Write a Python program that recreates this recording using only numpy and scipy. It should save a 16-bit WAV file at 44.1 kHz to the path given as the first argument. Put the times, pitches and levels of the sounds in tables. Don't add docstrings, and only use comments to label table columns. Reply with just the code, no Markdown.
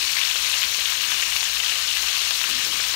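import sys
import numpy as np
from scipy import signal
from scipy.fft import rfft, irfft
from scipy.io import wavfile
from scipy.ndimage import uniform_filter1d

SR = 44100
rng = np.random.default_rng(int(sys.argv[2]) if len(sys.argv) > 2 else 0)


def int16_out(signal):
    q = np.round(np.clip(np.atleast_2d(signal).T, -1, 1) * 32767)
    wavfile.write(sys.argv[1], SR, q.astype(np.int16))


N = 130095

# t/s, level/dB
FRYING_LEVEL = [(0.0, -24), (0.02, -22), (0.12, -22), (0.19, -21.5), (0.27, -22.5), (0.58, -21.5),
                (0.6, -22.5), (0.63, -23.5), (0.65, -22.5), (0.94, -22.5), (0.97, -23), (1.12, -22),
                (1.53, -22.5), (1.61, -22.5), (1.62, -24), (1.64, -22), (1.77, -22.5), (2.95, -22.5)]
# f/Hz, level/dB
SIZZLE_COLOUR = [
    (240, -50),
    (400, -44.5),
    (511, -22),
    (615, -26),
    (1040, -10),
    (2100, -5),
    (2810, 0.5),
    (6640, -9.5),
    (15700, -17),
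]
# f/Hz, width/Hz, level/dB
PAN_WALLS = [
    (3060, 640, 1),
    (4350, 600, 4.5),
    (4805, 190, -3.5),
    (5460, 440, 3.5),
    (6700, 470, 1.5),
    (6590, 1110, 3.5),
    (7450, 340, -2),
    (10450, 430, -4.5),
]
# f/Hz, width/Hz, level/dB
STANDING_WAVES = [(55, 3.7, 6), (141, 6.4, -8), (185, 7.5, 3.5), (252, 3, -6), (360, 5.7, 7), (514, 32, 5),
                  (695, 16, 6.5), (767, 22, -1), (779, 27, 7.5), (827, 16, -4), (846, 10, 4), (1074, 11, 8),
                  (1066, 5.8, -13.5), (1427, 10, -11)]
# f/Hz, level/dB
RUMBLE_COLOUR = [
    (21, -31),
    (36, -6),
    (70, -7.5),
    (183, -15),
    (232, -16),
    (507, -15),
    (618, -11),
    (700, -7),
    (1540, -120),
]
# f/Hz, level/dB
MOTOR_TONES = [
    (42, -61.5),
    (57.5, -58),
]
# start t/s, length t/s, level/dB, f/Hz
SPATULA_STROKES = [
    (0, 0.12, -57.5, 325),
    (0.61, 0.15, -66, 260),
    (0.96, 0.33, -56.5, 318.6),
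    (2.41, 0.43, -56, 177.9),
    (2.485, 0.13, -50.5, 260),
    (2.637, 0.13, -54, 289.5),
    (2.687, 0.072, -54, 324),
]
# t/s, peak level/dB, f/Hz
FAT_SPRAYS = [(0.0912, -25, 8610), (0.2698, -19, 11800), (0.613, -20, 12800), (0.7672, -22, 8520),
              (0.9018, -17, 12400), (1.0176, -18, 13300), (1.1054, -20, 8510), (1.3583, -17, 9190),
              (1.9026, -21, 14300), (2.4334, -20, 8860), (2.4892, -22, 8930), (2.4987, -20, 9540)]
# t/s, peak level/dB
DROPLET_TICKS = [(0.1178, -18.6), (0.1504, -20.2), (0.2443, -18.9), (0.271, -14.7), (0.2993, -20.0),
                 (0.3154, -18.8), (0.3558, -18.4), (0.4023, -16.6), (0.444, -18.4), (0.5876, -20.0),
                 (0.6144, -16.0), (0.6334, -19.6), (0.642, -18.5), (0.7157, -18.8), (0.769, -17.3),
                 (0.8023, -18.3), (0.9033, -13.4), (1.0189, -15.0), (1.0292, -17.0), (1.0499, -19.0),
                 (1.1071, -15.2), (1.2114, -19.9), (1.3597, -13.0), (1.4239, -19.2), (1.7908, -20.2),
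                 (1.9037, -17.1), (1.9709, -17.8), (2.0126, -18.3), (2.0234, -19.0), (2.0307, -19.8),
                 (2.0631, -17.2), (2.0901, -19.1), (2.3482, -19.6), (2.4133, -19.4), (2.4347, -17.4),
                 (2.4765, -18.3), (2.4904, -18.8), (2.5, -14.8), (2.5082, -18.6), (2.5956, -19.9),
                 (2.6547, -17.0), (2.6695, -17.6), (2.6823, -19.5), (2.8801, -19.4)]
# t/s, peak level/dB, f/Hz
RINGING_BUBBLES = [(0.1295, -17.3, 5430.0), (0.1361, -14.4, 4350.0), (0.152, -17.6, 5170.0),
                   (0.1691, -15.9, 2070.0), (0.172, -12.6, 4440.0), (0.1792, -16.7, 1770.0),
                   (0.1879, -14.3, 2280.0), (0.1941, -15.9, 5680.0), (0.2061, -15.3, 4350.0),
                   (0.2148, -12.7, 2450.0), (0.3131, -13.1, 3100.0), (0.3505, -14.7, 2890.0),
                   (0.3661, -15.4, 3960.0), (0.4811, -14.5, 3700.0), (0.5297, -11.9, 3140.0),
                   (0.5529, -12.6, 2710.0), (0.6219, -12.7, 2970.0), (0.6309, -10.9, 3060.0),
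                   (0.6327, -14.8, 4390.0), (0.6375, -12.6, 2410.0), (0.7263, -17.1, 2280.0),
                   (0.7474, -14.4, 2710.0), (0.8196, -13.2, 2840.0), (0.8584, -13.3, 3700.0),
                   (0.8874, -16.6, 2200.0), (0.9223, -13.4, 3530.0), (1.1251, -14.9, 3660.0),
                   (1.1276, -14.8, 2840.0), (1.2354, -13.6, 2890.0), (1.272, -14.7, 2760.0),
                   (1.3014, -16.7, 5640.0), (1.366, -10.4, 2710.0), (1.5702, -14.5, 2630.0),
                   (1.6366, -15.7, 1980.0), (1.6646, -14.9, 2890.0), (1.7288, -17.5, 2200.0),
                   (1.9654, -14.5, 2670.0), (2.1083, -15.2, 3400.0), (2.1696, -15.0, 2670.0),
                   (2.2396, -17.1, 2330.0), (2.3256, -14.4, 2930.0), (2.3927, -14.4, 3400.0),
                   (2.441, -19.8, 1380.0), (2.5295, -15.0, 3190.0), (2.5629, -15.5, 4050.0),
                   (2.6768, -15.6, 4260.0), (2.7211, -14.8, 2970.0), (2.7722, -15.4, 4220.0)]
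# t/s, peak level/dB, f/Hz
WET_POPS = [(0.167, -28, 1800), (0.355, -23, 1430), (1.117, -30, 1990), (1.966, -16, 1790),
            (2.028, -34, 1880), (2.08, -24.5, 1500), (2.308, -17, 1530), (2.41, -31, 1230),
            (2.413, -17, 1650), (2.438, -24, 1310), (2.8, -18, 1560), (2.838, -31, 1640)]
# t/s, peak level/dB, f/Hz
FAT_SPITS = [(0.168, -7, 4350), (0.2128, -26, 2530), (0.3117, -38, 3140), (0.3572, -5.5, 2900),
             (0.4462, -7, 3280), (0.5273, -13, 3120), (0.618, -4.5, 3080), (0.856, -8, 2920),
             (1.1178, -7, 2920), (1.223, -6, 2500), (1.2335, -8, 2760), (1.364, -7, 2690),
             (1.428, -18, 4200), (1.5678, -8.5, 2920), (1.6007, -6, 3100), (1.6328, -11.5, 2160),
             (1.646, -10, 3270), (1.695, -6, 2900), (1.721, -10, 2740), (1.9654, -17, 2970),
             (2.0845, -6.5, 3300), (2.4136, -13, 2700), (2.439, -10, 2980), (2.497, -12, 4400)]
# t/s, peak level/dB, f/Hz
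BUBBLE_SNAPS = [(0.1687, -11.9, 1920.0), (0.1714, -11.7, 4460.0), (0.2147, -11.1, 2690.0),
                (0.2197, -11.3, 2930.0), (0.2337, -11.9, 2990.0), (0.2516, -9.2, 4460.0),
                (0.3137, -11.9, 2990.0), (0.6213, -9.4, 2970.0), (0.6315, -10.9, 3080.0),
                (0.6371, -11.1, 2650.0), (0.8566, -11.6, 3170.0), (0.8593, -11.7, 3100.0),
                (0.8965, -11.2, 2950.0), (0.9223, -12.5, 3380.0), (1.0109, -12.3, 2780.0),
                (1.1194, -10.1, 2540.0), (1.2073, -10.6, 4030.0), (1.325, -12.3, 2860.0),
                (1.4302, -11.2, 2730.0), (1.6627, -9.4, 3680.0), (1.7208, -12.4, 2560.0),
                (1.9386, -12.9, 2760.0), (1.9709, -9.5, 3080.0), (2.2182, -13.1, 3490.0),
                (2.3088, -6.9, 4130.0), (2.4406, -10.8, 2890.0), (2.5001, -10.4, 2950.0),
                (2.5305, -12.4, 2990.0), (2.5628, -12.2, 3600.0), (2.8409, -11.9, 2800.0)]
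# t/s, peak level/dB, f/Hz
SPATULA_KNOCKS = [(.355, -32.5, 566), (.645, -40, 240), (.785, -36.5, 510), (1.115, -49, 640),
                  (1.12, -39, 300), (1.36, -38, 290), (1.735, -40, 517), (2.026, -38.5, 480),
                  (2.306, -42, 596), (2.668, -36, 516), (2.8, -40, 560), (2.938, -37, 720)]
# t/s, peak level/dB, f/Hz
DEEP_PLOPS = [(0.9229, -24, 1220), (1.12, -26, 920), (1.3572, -23, 1010), (1.4256, -26, 1040),
              (2.0301, -24.5, 1040), (2.1769, -25, 1150), (2.3096, -24, 1050), (2.4147, -25, 1160.0),
              (2.4407, -29, 1210), (2.4892, -28, 1100.0), (2.6703, -27, 1160), (2.941, -26, 1030)]

PAN_WET_DB, PAN_T60_S = -2.5, 0.14
BUBBLES_PER_S, SIZE_SPREAD_DB = 5000, 2.6
CYCLES_FEW, CYCLES_MANY = 2.2, 16
CLUMP_S, CLUMP_DB = 0.011, 0.4
HISS_DB, FLICKER_DB, SHARED_DB = -0.5, 0.48, -0.18
PATCH_DB, BLOB_DB = 0.5, 0.8
FLARE_DB, FLARE_S = 0, 0.016


def undb(db):
    return 10 ** (np.asarray(db) / 20)


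def evened(x):
    return x / np.sqrt(np.mean(x ** 2) + 1e-20)


def read(points, hz):
    f, value = np.transpose(points)
    return np.interp(np.log(hz + 1), np.log(f + 1), value)


def lifts(table, hz):
    return sum(lift * np.exp(-((hz - f) / width) ** 2) for f, width, lift in table)


def coloured(x, gain):
    return irfft(rfft(x) * gain, len(x))


def high_pass(x, order, cutoff_hz):
    return signal.sosfilt(signal.butter(order, cutoff_hz, "high", fs=SR, output="sos"), x)


def burst(hz, cycles, glide, size=2048):
    u = np.arange(size) / SR * hz / cycles
    envelope = (1 - np.exp(-u * 12)) * np.exp(-2.5 * u)
    return envelope * np.sin(2 * np.pi * cycles * (u + glide * u ** 2))


def pan(x, flatten=0):
    t = np.arange(4096) / SR
    tail = rng.standard_normal(len(t)) * undb(-60 * t / PAN_T60_S)
    tail *= np.minimum(t / 0.0025, 1)
    path = 1 + undb(PAN_WET_DB) * rfft(tail / np.linalg.norm(tail), N)
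    return coloured(x, path / (abs(path) + 0.1) ** flatten)


def patchy(x, size, bins, frames, depth_db):
    overlap = size * 3 // 4
    z = signal.stft(x, nperseg=size, noverlap=overlap)[2]
    field = rng.standard_normal(z.shape[::-1]).T
    field = uniform_filter1d(field, size=bins, axis=0)
    field = evened(uniform_filter1d(field, size=frames, axis=1))
    return signal.istft(z * undb(depth_db * field), nperseg=size, noverlap=overlap)[1][:N]


def flares():
    kicks = np.zeros(N)
    for s, db, hz in [*FAT_SPITS, *RINGING_BUBBLES]:
        kicks[round(s * SR)] = undb(db + 18)
    return np.tanh(signal.oaconvolve(kicks, np.hanning(round(FLARE_S * SR)), "same"))


def small_bubbles(clump):
    size = undb(SIZE_SPREAD_DB * np.minimum(rng.exponential(1, N), 5) + CLUMP_DB * clump)
    bursting = rng.random(N) < BUBBLES_PER_S / SR
    hits = -size * bursting
    pitches = np.geomspace(500, 16000, num=48)
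    kind = rng.integers(0, len(pitches), N)
    spectrum, power = 0, 0
    for k, hz in enumerate(pitches):
        cycles = CYCLES_FEW + (CYCLES_MANY - CYCLES_FEW) * (k % 3) / 2
        ring = burst(hz, cycles, 0.071)
        ring = rfft(ring / np.linalg.norm(ring), N)
        spectrum = spectrum + ring * rfft(hits * (kind == k))
        power = power + abs(ring) ** 2
    return evened(irfft(spectrum / np.sqrt(power + 1e-9), N))


def sizzle():
    clump = uniform_filter1d(rng.standard_normal(N), round(CLUMP_S * SR))
    clump = evened(uniform_filter1d(clump, 100))
    bubbles = pan(small_bubbles(clump), flatten=0.44)
    hiss = undb(HISS_DB + FLICKER_DB * clump) * rng.standard_normal(N)
    frying = patchy(bubbles + hiss, size=512, bins=8, frames=12, depth_db=PATCH_DB)
    frying = patchy(frying, size=128, bins=3, frames=10, depth_db=BLOB_DB)

    hz = np.fft.rfftfreq(N, 1 / SR)
    colour_db = read(SIZZLE_COLOUR, hz) + lifts(PAN_WALLS, hz)
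    colour_db -= 12 * np.maximum(np.log2(450 / (hz + 1)), 0)
    s, level_db = np.transpose(FRYING_LEVEL)
    heat_db = np.interp(np.arange(N) / SR, s, level_db) - 1.01
    heat_db += FLARE_DB * flares() + SHARED_DB * clump
    return evened(coloured(frying, undb(colour_db))) * undb(heat_db)


def kitchen():
    hz = np.fft.rfftfreq(N, 1 / SR)
    db = read(RUMBLE_COLOUR, hz)
    db -= 14 * np.maximum(np.log2((hz + 1) / 500), 0)
    db -= 36 * np.maximum(np.log2(37 / (hz + 1)), 0)
    return undb(-52) * evened(coloured(rng.standard_normal(N), undb(db)))


def motors():
    t = np.arange(N) / SR
    return sum(undb(db) * np.sin(2 * np.pi * (hz * t + rng.random())) for hz, db in MOTOR_TONES)


def strokes():
    t, out = np.arange(N) / SR, np.zeros(N)
    for start, length, db, hz in SPATULA_STROKES:
        a, b, c = rng.standard_normal((3, N))
        turn = 2 * np.pi * hz * t
        sway = signal.lfilter([1], [1, -0.9985], [a, b])
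        tone = evened(sway[0] * np.cos(turn) + sway[1] * np.sin(turn))
        dull = evened(signal.lfilter(*signal.butter(2, [140, 420], "band", fs=SR), c))
        swell = np.sin(np.pi * np.clip((t - start) / length, 0, 1)) ** 0.32
        out += undb(db) * swell * (tone + undb(-1) * dull)
    return out


def spatter(table, cycles, trim_db, tail_db, tail_s, late_s):
    out = np.zeros(N + 4096)
    t = np.arange(2048) / SR
    puffs = rng.standard_normal((len(table), 2048))
    for (s, db, hz), puff in zip(table, puffs):
        click = burst(hz, cycles, 0.013)
        ring = evened(signal.fftconvolve(puff, burst(hz, 2 * cycles, 0))[:2048])
        ring *= undb(tail_db) * np.exp(-t / tail_s) * np.minimum(t / 0.00035, 1)
        at = round((s + late_s) * SR)
        out[at:at + 2048] += undb(db + trim_db) * (click / abs(click).max() + ring)
    return out[:N]


def sprays():
    return spatter(FAT_SPRAYS, 4, trim_db=-2.5, tail_db=-15, tail_s=0.0045, late_s=0.0004)


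def ticks():
    s, db = np.transpose(DROPLET_TICKS)
    out = np.zeros(N)
    out[np.round(s * SR).astype(int)] = -undb(db + 10)
    return pan(high_pass(out, 2, 7000))


def chirps():
    return spatter(RINGING_BUBBLES, 12.5, trim_db=-6, tail_db=-10, tail_s=0.0065, late_s=-0.00167)


def pops():
    return spatter(WET_POPS, 4, trim_db=-2.5, tail_db=-12, tail_s=0.009, late_s=0.00093)


def spits():
    return spatter(FAT_SPITS, 3.5, trim_db=-6.5, tail_db=-7, tail_s=0.005, late_s=0.0006)


def snaps():
    out, t = np.zeros(N + 256), (np.arange(256) - 64) / SR
    for s, db, hz in BUBBLE_SNAPS:
        u = t * hz
        envelope = np.exp(-(u / np.where(u < 0, 0.55, 0.9)) ** 2)
        at = round(s * SR) - 64
        out[at:at + 256] -= undb(db + 1) * envelope * np.cos(2 * np.pi * (u + 0.07))
    return pan(out[:N])


def knocks():
    return spatter(SPATULA_KNOCKS, 1.8, trim_db=0, tail_db=-12.5, tail_s=0.02, late_s=0)


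def plops():
    return spatter(DEEP_PLOPS, 2, trim_db=-1.8, tail_db=-7, tail_s=0.01, late_s=-0.00073)


def scene():
    hz = np.fft.rfftfreq(N, 1 / SR)
    fat = high_pass(spits() + pops() + sprays() + plops() + snaps(), 3, 420)
    steady = coloured(sizzle() + kitchen(), undb(lifts(STANDING_WAVES, hz)))
    spatula = strokes() + knocks()
    left = undb(3.5) * (steady + spatula + fat + ticks() + motors() + chirps())
    return np.array([left, np.zeros(N)])


def record(dry):
    edge = signal.firwin(1023, 15735, window=("kaiser", 9), fs=SR)
    return signal.oaconvolve(dry, edge[None], "same")


dry = scene()
out = record(dry)
int16_out(out)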